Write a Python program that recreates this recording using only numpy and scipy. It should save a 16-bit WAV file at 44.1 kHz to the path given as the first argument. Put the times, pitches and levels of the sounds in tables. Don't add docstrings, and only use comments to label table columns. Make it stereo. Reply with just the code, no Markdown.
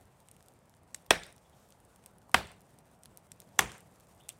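import sys
import numpy as np
from scipy import signal
from scipy.fft import rfft, irfft
from scipy.io import wavfile
from scipy.ndimage import uniform_filter1d

SR = 44100
rng = np.random.default_rng(int(sys.argv[2]) if len(sys.argv) > 2 else 0)


def amplitude_ratio(level_db):
    exponent = np.asarray(level_db, float) / 20
    return 10 ** exponent


def pcm_store(signal):
    levels = np.round(np.clip(np.atleast_2d(signal), -1, 1) * 32767)
    wavfile.write(sys.argv[1], SR, levels.astype(np.int16).T)


N = 193818

# (time [s], crack [dB], echo [dB], tree line [dB], stump shudder [dB])
BLOWS = [
    (1.1063, -6.5, -28, 5, -39),
    (2.3429, -15.5, -30, 4, -36),
    (3.5901, -8.5, -31, 7.5, -35.5),
]
# (first snap [share], rise [share of bite], bark crush [dB], crush spread [ms])
ENTRIES = [
    (0.079, 0.49, -33, 1.6),
    (.25, 0.44, -34, 1.7),
    (0.12, 0.38, -23.5, 2.6),
]
# (frequency [Hz], density [dB per Hz])
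CRACK_COLOURS = [
    [(2240, -32), (3800, -5), (4890, -13.5), (5500, -1), (6810, -10.5), (8360, 1.5), (10900, -15.5),
     (16000, -28)],
    [(2240, -39.5), (3800, -18), (4550, -1.5), (5970, -11), (8610, 0), (10400, -13), (12000, -9.5),
     (16000, -34.5)],
    [(2240, -36), (3800, -10), (4440, -19), (5650, -1), (7020, 0.5), (10400, -10), (12700, -12.5),
     (16000, -29)],
]
# (frequency [Hz], level [dB], t60 [s], delay after touch [ms])
STICK_MODES = [
    [(400, -8.5, .013, 4.0), (700, -10, .016, 2.8), (957.51, -10, 0.015, 1.8), (1225.3, -15, .012, 1.35),
     (1580, -17, 0.015, 1.1), (1760.8, -6.5, .011, .8), (2052, -13, 0.0088, 0.94),
     (2340, -9.5, 0.011, 1.26), (2620, -12.5, 0.014, 1.46), (2882.7, -12, .006, 1.82),
     (3300, -7.5, .007, 1.9), (3600, -4.5, 0.0047, 2), (2594.3, -15.5, .0098, 11), (3570, -20, 0.0089, 11)],
    [(228, -20.5, 0.03, 3.068), (440, -20.5, .01, 6.106), (601.34, -20, .012, 2.5),
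     (733.11, -16, .022, 2.3944), (936.17, -12.5, .015, 1.4), (1200, -11, 0.016, 1.993),
     (1420, -12.5, .011, 1.1972), (1640, -9.5, 0.017, 1.45), (1832.9, -15.5, 0.016, 1.17),
     (2091.2, -6.5, .012, 1.42), (2551.8, -9, .01, 1.42), (3100, -11.5, 0.014, 1.5833),
     (3400, -9, .0084, 1.45), (2900, -23, .008, 13)],
    [(379.6, -31, 0.038, 4.5), (772, -23, 0.04421, 2), (1097, -11, 0.012, 1.49),
     (1633.7, -3, 0.0053, 2.3686), (1866.8, -11.5, 0.009418, 1.5), (2053.9, -10.5, 0.0069, 2.5),
     (2450, -22.5, .009, 1.486), (2822.4, -11, .009, 1.64), (3386, -18, 0.016, -0.0254),
     (1500, -13.5, 0.0051, 6), (1000, -22, 0.01, 0.7512), (3500, -24.5, .01, 11)],
]
# (frequency [Hz], density [dB per Hz])
SHUDDER_COLOUR = [(21, -28.5), (35, -4.5), (73, -0.5), (124, -6.5), (194, 0), (262, -16), (500, -20.5),
                  (650, -29.5), (1100, -120)]
# (time [s], peak [dB],
# frequency [Hz])
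KNOCKS = [(1.128, -26.5, 1500), (1.1425, -28, 700), (2.2944, -34.5, 1000), (2.365, -29, 1300),
          (2.516, -48.5, 301), (3.578, -30, 550), (3.585, -42.5, 400), (3.5858, -40.5, 1500),
          (3.5879, -40, 2393), (2.3421, -34.5, 1400), (2.3429, -11.5, 1700), (1.1064, -22, 1500),
          (3.611, -34, 1100), (3.7096, -43, 200)]
# (time [s], peak [dB], ring [Hz], left over right [dB])
CHIPS = [(1.1222, -32.5, 8500, -2), (1.2337, -30.5, 5000, -8.5), (1.2645, -43.5, 9800, -9.5),
         (1.303, -51.5, 5670, -2), (1.325, -43, 9900, -9.5), (1.3624, -46.5, 9576, -5.5),
         (1.3793, -44, 6038, -12), (2.4701, -43, 8500, -9), (2.5161, -43.5, 9574, -11.5),
         (2.606, -48, 9100, -6), (2.5297, -60, 8500, -7), (2.616, -50, 10300, -8.5),
         (2.6536, -58, 8550, -13.5), (3.607, -23, 7909, 4), (3.717, -31.5, 6135, -12),
         (3.7496, -49, 7805, -2), (3.7799, -41.5, 9031, -9), (3.8048, -44, 9250, -16.5)]
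# (frequency [Hz], level [dB])
NEAR_LEFT = [(200, 1.5), (800, 1.5), (2400, -5), (4500, -4), (6500, -4.5), (8500, -11), (11000, -7),
             (15000, -2)]
# (frequency [Hz], lead [rad])
LEFT_LEAD = [(100, 0.), (2000, .1), (3300, .7), (4300, 2.), (7000, 2.3), (9000, 3.3), (11500, 4.6),
             (14000, 6.3), (16500, 8.)]

# (frequency [Hz], density [dB per Hz])
ECHO_COLOURS = [
    [(150, -37.5), (250, -11.5), (698, -3), (1120, -14.5), (1700, -4), (2670, -12), (8400, -22),
     (16000, -35)],
    [(150, -36.5), (250, -4), (775, -0.5), (1100, -1.5), (1260, -6.5), (1400, -3), (3840, -11.5),
     (16000, -31.5)],
    [(150, -22), (250, -1.5), (607, -11.5), (938, -2.5), (2760, -12.5), (4570, -19.5), (6470, -18),
     (16000, -35.5)],
]
# (frequency [Hz], width [Hz], level [dB])
ECHO_BANDS = [
    [(2320.5, 270, 1.5), (2900, 250, -2.5), (3667.6, 300, 4), (4469, 190, -3.5), (5640, 400, 4),
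     (6987, 1200, -5.5), (8500, 400, 3)],
    [(1100, 400, -2.5), (5198.6, 250, -4), (6297, 630, -5), (8800, 400, -1.5), (12644, 1600, 2.5)],
    [(1200, 300, -3.5), (4087, 470, -4.5), (5381.5, 760, -1.5), (7000, 600, 0.5), (9100, 560, 4.5)],
]
# (frequency [Hz], t60 [s])
WOOD_T60 = [(100, 0.18), (400, 0.26344), (1000, 0.25647), (2500, 0.28091), (6000, 0.26216), (9000, 0.3),
            (12000, 0.17), (16000, .24)]
# (frequency [Hz], level [dB])
FIRE_ECHO_COLOUR = [(800, -28), (2000, -8.5), (4000, -7), (8000, -8), (11000, -10.5), (15000, -19)]

# (time [s], peak [dB], ring [Hz], low part [dB], left over right [dB])
POPS = [(.2853, -42, 8800, -10, -13), (.3127, -40.5, 9364, -34.5, -8.5), (.3646, -47, 9365, -7.5, -10),
        (.4055, -48.5, 5430, -9, -9.5), (.4833, -41.5, 8279, -36, -9), (.7387, -50, 4512, -8.5, -9),
        (.9451, -23.5, 7128, -13.5, -19), (.9462, -37, 7449, -12.5, -1.5), (1.0632, -51, 9000, -1, -10),
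        (1.7041, -47, 9547, -12.5, -17), (1.7221, -43.5, 5102, -25.5, -13),
        (1.9595, -46.5, 8854, -10.5, -13.5), (2.0384, -49.5, 8530, -6.5, -9), (2.0598, -34, 9131, -15, -4),
        (2.3152, -44, 8660, -13, -9.5), (2.7865, -43.5, 8471, -35.5, -8.5),
        (3.0335, -39.5, 8700, -23.5, -9.5), (3.0559, -36.5, 4400, -16.5, -14.5),
        (3.1722, -33.5, 9450, -38.5, -12.5), (3.3168, -33.5, 8552, -11.5, -7.5),
        (3.4011, -34, 9400, -32.5, -6.5), (4.0061, -47.5, 7809, -26.5, -9.5),
        (4.2855, -38.5, 9450, -15, -7.5), (4.2898, -21, 8547, -12, -16)]
# (time [s], peak [dB])
TICKS = [(.0533, -53.5), (0.202, -49), (.4254, -46.5), (.4604, -49.5), (0.5365, -54), (0.656, -54),
         (0.6945, -48.5), (0.7666, -55), (.832, -56), (.876, -58), (1.496, -53.5), (1.6877, -51),
         (1.8012, -52.5), (1.8495, -50), (2.1828, -48.5), (2.2165, -53), (2.2938, -51), (2.8544, -55),
         (2.9133, -54), (3.0505, -49), (3.2674, -53.5), (3.4176, -41), (3.4889, -51), (3.9218, -56),
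         (3.9584, -54), (3.9986, -47), (4.0695, -49), (4.1356, -58), (4.1568, -59.5), (4.1995, -51),
         (4.3259, -51)]
FAINT_TICKS = [.52, .589, .702, .748, .906, .914, 1.022, 1.045, 2.228, 2.38, 2.42, 2.5936, 2.666, 2.693,
               2.705, 2.74, 3.161, 3.36, 4.086, 4.177, 4.234, 4.369, 4.385]
# (time [s], level [dB], frequency [Hz], t60 [ms])
RINGS_AND_TICKS = [(0.2744, -49, 11000, 1.227), (.2867, -52, 8500, 2.97), (0.3156, -48.5, 8500, 5.195),
                   (0.945, -25.5, 7331, 2.629), (0.947, -21.5, 8112, 4.154), (1.317, -57.5, 9000, 2.5),
                   (2.3173, -47.5, 9104, 8.), (3.0572, -34.5, 10310, 2.7), (3.318, -38, 8500, 8.5),
                   (3.3197, -39.5, 5750, 6.065), (4.2908, -30, 7434, 3.062), (2.4205, -41.5, 10500, 1.049),
                   (2.4455, -51, 9500, 1.194), (2.531, -53.5, 8500, 1.19), (2.562, -57.5, 8000, 1.0263),
                   (2.571, -59, 9500, 1.), (2.5815, -59.5, 9500, 0.9807), (2.596, -56.5, 9500, 1.009),
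                   (2.459, -54, 10500, 1.001), (2.408, -45.5, 10000, 1.01), (1.3055, -55.5, 8500, 1.)]
# (centre [s], spread [ms], level [dB], frequency [Hz], width [Hz])
JETS = [(0.963, 3.0, -51.5, 7770, 5110), (1.461, 11.54, -72.5, 3400, 494),
        (1.535, 14.347, -72.5, 3300, 601.6), (1.62, 111, -66, 7490, 6506), (2.455, 9.38, -60.5, 3500, 404),
        (3.7, 8.302, -55, 3300, 700), (4.208, 9.0, -65.5, 3120, 800), (4.24, 32.77, -72, 3546, 350),
        (4.3, 3.9, -40.5, 8300, 1770), (4.304, 5.6, -52, 3100, 887.6), (1.064, 1.4, -52, 6000, 14000),
        (1.061, .9, -59, 11000, 8000), (1.0682, 1.2, -62, 9000, 4995), (2.294, 1.2, -63, 10000, 7000)]
# (centre [s], level over calm [dB], spread [s])
FLARES = [
    (0., 12, 0.0417),
    (.72, -7.5, 0.162),
    (1.02, 3, .1),
    (1.42, -1.5, 0.31),
    (2.88, 5.5, 0.22),
    (3.701, 10, 0.3558),
    (4.2, 8, 0.1183),
]
# (delay [ms], spread [ms], level [dB])
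RING_WALLS = [
    (1.6, .45, -22),
    (4, 2, -42),
    (12, 5, -43),
]
# (frequency [Hz], level [dB])
POP_COLOUR = [(1000, -43), (2500, -12), (4500, -10), (6500, -5), (8500, 4.5), (11000, -1.5), (14000, -8.5),
              (16500, -21)]

# (frequency [Hz], density [dB per Hz])
ROAR_COLOUR = [(15, -43.5), (25, -17.5), (74, -0.5), (159, 0), (280, -9.5), (726, -6.5), (1180, -12.5),
               (1280, -13), (1600, -16.5), (4240, -27), (6920, -27), (8830, -25), (12600, -36),
               (15200, -33.5), (16500, -46.5)]
# (frequency [Hz], correlation [1])
DIFFUSE_SAME = [(60, 0.79), (180, 0.91), (550, 0.46), (1650, -0.23), (4970, -0.11), (15000, 0.023)]
# (frequency [Hz], left over right [dB])
DIFFUSE_LEFT = [(60, 0), (180, -1.0), (550, -1), (1650, -2), (4970, -1.5), (15000, -7.5)]
# (frequency [Hz], level [dB])
MIC = [(20, -30), (34, -12), (48, 0), (15700, 0), (16100, -8), (16700, -22), (16900, -90)]

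BITE_MS, CRACK_SAME = 2.6009, 0.58
SHUDDER_RISE_S, SHUDDER_T60_S = 0.041, 0.36
GROUND_S, GROUND_SPREAD_S, GROUND_DB = 0.0041, 0.0044, 3.5
NEAR_TRUNKS_DB = -3
TREE_LINE_S, TREE_LINE_RISE_S, TREE_LINE_FALL_S = 0.18493, 0.049, 0.18
ECHO_RISE_CYCLES, ECHO_APART = 7.3, 0.82
STREAK_DB, CLUMP_DB, CLUMP_DB_PER_KHZ = 0.1769, 1.6966, 0.0785
TICK_HZ, TICK_SPREAD_HZ, TICK_LOW_DB, TICK_LEFT_DB, TICK_WANDER_DB = 8800, 890, -19, -10.5, 3
FAINT_DB, CHIP_LOW_DB, PUFF_DB = -57.5, -18, -17
EMBER_BED_MS, EMBER_BED_SHARE = .45, .4
SIZZLE_DB, ROAR_DB, ROAR_FOLLOWS = -67, -64, 0.2


def chop(crack_db, bite_ms, entry, colour, modes):
    first, rise, crush_db, crush_ms = entry
    ms = np.arange(4096) * 1000 / SR - 4
    u = np.maximum(ms, 0) / bite_ms
    snaps = rng.standard_normal(len(ms)) * amplitude_ratio(3.5 * np.minimum(rng.exponential(1, len(ms)), 4))
    unrelated = snaps[::-1]
    snaps = np.array([CRACK_SAME * snaps + np.sqrt(1 - CRACK_SAME ** 2) * unrelated, snaps])
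    onset = np.minimum(first * (u > 0) + u / rise, 1)
    burst = onset * (np.exp(-u ** 3.0) + 0.068 * np.exp(-ms / 5.6))
    crush = amplitude_ratio(crush_db) * np.exp(-((ms + 0.4) / crush_ms) ** 2)
    out = amplitude_ratio(crack_db) * evened(coloured(snaps, colour)) * (burst + crush)
    for hz, db, t60, delay_ms in modes:
        add(out, (4 + delay_ms) / 1000, amplitude_ratio(db) * ring(hz, t60, .4 / hz, count=3000))
    return out


def shudder(db, rise_s, t60):
    t = np.arange(SR // 2) / SR
    a, b = (evened(coloured(rng.standard_normal(len(t)), SHUDDER_COLOUR)) for _ in range(2))
    envelope = amplitude_ratio(db - 60 * t / t60) * np.minimum(t / rise_s, 1) ** 0.49
    return envelope * np.array([0.73 * a - 0.3 * b, a + 0.21 * b])


def knock(db, hz):
    return amplitude_ratio(db) * ring(hz, 0.0065, 1.1 / hz, count=1500)


def trunks(line_db):
    t = np.arange(0, .5, .001)
    ground = amplitude_ratio(GROUND_DB) * np.exp(-((t - GROUND_S) / GROUND_SPREAD_S) ** 2)
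    late = (t - TREE_LINE_S) / np.where(t < TREE_LINE_S, TREE_LINE_RISE_S, TREE_LINE_FALL_S)
    near = amplitude_ratio(NEAR_TRUNKS_DB) * np.exp(-np.maximum(late, 0) ** 2)
    line = amplitude_ratio(line_db) * np.exp(-late ** 2)
    gain = np.minimum(t / GROUND_S, 1) ** 2 * (ground + near + line)
    return np.transpose([t, 20 * np.log10(gain + 1e-3)])


def woods(colour, strength, bands=()):
    taps = rng.standard_normal((2, SR // 2)) * amplitude_ratio(3.2 * np.minimum(rng.exponential(1, SR // 2), 4))
    hz, t, z = signal.stft(taps, SR, nperseg=256)
    build_up = 1 - np.exp(-(np.outer(hz, t) / ECHO_RISE_CYCLES) ** 2)
    decay_db = read(colour, hz)[:, None] - 60 * t / read(WOOD_T60, hz)[:, None]
    z = pair(*z, hz, ECHO_APART) * build_up * amplitude_ratio(decay_db)
    chance = rng.standard_normal(z.shape[1:])
    streaks = uniform_filter1d(uniform_filter1d(chance[::-1], 2, 0), 18, 1)
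    clumps = uniform_filter1d(uniform_filter1d(chance, 5, 0), 3, 1)
    relief = 0 * hz
    for band_hz, width_hz, db in bands:
        relief = relief + db * np.exp(-((hz - band_hz) / width_hz) ** 2)
    lumpy = CLUMP_DB + CLUMP_DB_PER_KHZ * hz / 1000
    texture_db = relief[:, None] + lumpy[:, None] * evened(clumps) + STREAK_DB * evened(streaks)
    tail = signal.istft(z * amplitude_ratio(texture_db), SR, nperseg=256)[1]
    tail = tail / np.sqrt(np.mean(tail[:, 400:1600] ** 2))
    return tail * amplitude_ratio(np.interp(np.arange(tail.shape[1]) / SR, *np.transpose(strength)))


def fire():
    right, left, sent = np.zeros((3, N))
    rows = crackle()
    for (s, db, hz, low_db, pan_db), noise in zip(rows, rng.standard_normal((len(rows), 1400))):
        sound = amplitude_ratio(db + 5.0) * pop(hz, low_db, PUFF_DB, noise)
        add(right, s - .0008, sound)
        add(left, s - .0008, sound * amplitude_ratio(np.clip(pan_db + 7.5, -8, 8)))
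        add(sent, s, amplitude_ratio([db]))
    for s, db, hz, t60_ms in RINGS_AND_TICKS:
        sound = amplitude_ratio(db + 5) * ring(hz, t60_ms / 1000, 0.00006, count=500)
        add(right, s, sound)
        add(left, s, sound * amplitude_ratio(-1.5))
    for s, spread_ms, db, hz, width_hz in JETS:
        sound = jet(spread_ms, db, hz, width_hz)
        start = s - .003 * spread_ms
        add(right, start, sound)
        add(left, start, sound * 1.3)
    swell_db = SIZZLE_DB + flare_db()
    spits = amplitude_ratio(12 + 4.1 * np.minimum(rng.exponential(1, N), 3)) * (rng.random(N) < 190 / SR)
    spits = spits * rng.choice([-1., 1.], N)
    sizzle = coloured(spits + amplitude_ratio(-18.5) * rng.standard_normal(N), POP_COLOUR)
    return np.array([left, right]) + amplitude_ratio(swell_db) * sizzle, sent


def crackle():
    small = TICKS + [(s, FAINT_DB) for s in FAINT_TICKS]
    chance = np.clip(rng.standard_normal((len(small), 2)), -2, 2)
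    ticks = []
    for (s, db), (a, b) in zip(small, chance):
        hz = TICK_HZ + TICK_SPREAD_HZ * a
        ticks.append((s, db, hz, TICK_LOW_DB, TICK_LEFT_DB + TICK_WANDER_DB * b))
    chips = [(s, db, hz, CHIP_LOW_DB, pan_db) for s, db, hz, pan_db in CHIPS]
    return POPS + chips + ticks


def pop(hz, low_db, puff_db, noise):
    ms = np.arange(len(noise)) * 1000 / SR - 2
    shape = (ms > 0) * (.6 * amplitude_ratio(-30 * abs(ms)) + amplitude_ratio(min(puff_db, -12) - 10 - 5.5 * ms))
    for delay_ms, spread_ms, db in RING_WALLS:
        shape = shape + amplitude_ratio(db) * np.exp(-((ms - delay_ms) / spread_ms) ** 2)
    click = 4 * (np.abs(ms) < 500 / SR)
    colour = [(f * (hz / 8700) ** .6, db) for f, db in POP_COLOUR]
    out = causal(noise * shape + click, colour)
    low_hz = np.clip(2300 * (hz / 8000) ** 2, 1750, 2900)
    dull = amplitude_ratio(low_db) * 2 * ring(low_hz, .003, 2e-4, count=400)
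    add(out, .002, 1.1 * ring(hz, .0022, 5e-5, count=400) + dull)
    late = round(EMBER_BED_MS * np.exp(0.49 * noise[1]) * SR / 1000)
    return out + EMBER_BED_SHARE * np.roll(out, late)


def jet(spread_ms, db, hz, width_hz):
    ms = np.arange(-3 * spread_ms, 3 * spread_ms, 1000 / SR)
    f = np.fft.rfftfreq(len(ms), 1 / SR)
    resonance = 1 + ((f - hz) / width_hz * 2) ** 2
    hiss = irfft(rfft(rng.standard_normal(30000)[:len(ms)]) / resonance, len(ms))
    return amplitude_ratio(db) * evened(hiss) * np.exp(-(ms / spread_ms) ** 2)


def flare_db():
    t = np.arange(N) / SR
    return sum(db * np.exp(-((t - s) / spread) ** 2) for s, db, spread in FLARES)


def roar():
    frames, hz = N // 256 + 5, np.fft.rfftfreq(1024, 1 / SR)
    a, b, c, d, patches = rng.standard_normal((frames, 513, 5)).T
    patches = evened(uniform_filter1d(uniform_filter1d(patches, 10, 0), 10, 1))
    flicker = evened(uniform_filter1d(rng.standard_normal(frames), 5))
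    flicker = flicker * np.clip(hz / 6000, 0, 1)[:, None]
    level_db = read(ROAR_COLOUR, hz)[:, None] + 1.1 * patches + 2.6 * flicker
    z = pair(a + 1j * b, c + 1j * d, hz) * amplitude_ratio(level_db)
    x = signal.istft(z, nperseg=1024, noverlap=768)[1][:, :N]
    return evened(x) * amplitude_ratio(1.5 + ROAR_DB + ROAR_FOLLOWS * flare_db())


def pair(a, b, hz, apart=0.92):
    same = np.clip(1 - apart * (1 - read(DIFFUSE_SAME, hz)), -1, 1)[:, None]
    lean = amplitude_ratio(read(DIFFUSE_LEFT, hz) / 2)[:, None]
    return np.array([a * lean, (same * a + np.sqrt(1 - same ** 2) * b) / lean])


def ring(hz, t60, rise_s, count):
    t = np.arange(count) / SR
    return (1 - np.exp(-t / rise_s)) * amplitude_ratio(-60 * t / t60) * np.sin(2 * np.pi * hz * t)


def coloured(x, points, turn=((1, 0), (2, 0))):
    hz = np.fft.rfftfreq(x.shape[-1], 1 / SR)
    response = amplitude_ratio(read(points, hz)) * np.exp(1j * read(turn, hz))
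    return irfft(rfft(x) * response, x.shape[-1])


def causal(x, points):
    log_gain = np.log(amplitude_ratio(read(points, abs(np.fft.fftfreq(x.shape[-1], 1 / SR)))))
    return np.fft.ifft(np.fft.fft(x) * np.exp(np.conj(signal.hilbert(log_gain)))).real


def read(points, hz):
    f, value = np.transpose(points)
    return np.interp(np.log(hz + 1), np.log(f + 1), value)


def evened(x):
    return x / np.sqrt(np.mean(x ** 2) + 1e-20)


def add(mix, s, sound):
    part = mix[..., round(s * SR):][..., :sound.shape[-1]]
    part += sound[..., :part.shape[-1]]


def scene():
    hatchet, far = np.zeros((2, N)), roar()
    blows = zip(BLOWS, ENTRIES, CRACK_COLOURS, STICK_MODES, ECHO_COLOURS, ECHO_BANDS)
    for (s, crack_db, echo_db, line_db, low_db), entry, colour, modes, echo, bands in blows:
        add(hatchet, s - .004, chop(crack_db, BITE_MS, entry, colour, modes))
        add(far, s, amplitude_ratio(echo_db) * woods(echo, trunks(line_db), bands))
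        add(far, s, shudder(low_db, SHUDDER_RISE_S, SHUDDER_T60_S))
    for s, db, hz in KNOCKS:
        add(hatchet, s, knock(db, hz))
    flames, sent = fire()
    left, right = flames + hatchet
    fire_echo = signal.fftconvolve(sent[None], woods(FIRE_ECHO_COLOUR, trunks(4)), axes=1)[:, :N]
    far += amplitude_ratio(-38) * fire_echo
    return np.array([coloured(left, NEAR_LEFT, LEFT_LEAD), right]) + far


def roll_off(x):
    return signal.sosfilt(signal.butter(12, 16840, fs=SR, output="sos"), x)


def record(dry):
    limited = np.tanh(dry / .92) * 1.01
    mix = causal(limited, MIC)
    return roll_off(mix)


dry = scene()
out = record(dry)
pcm_store(out)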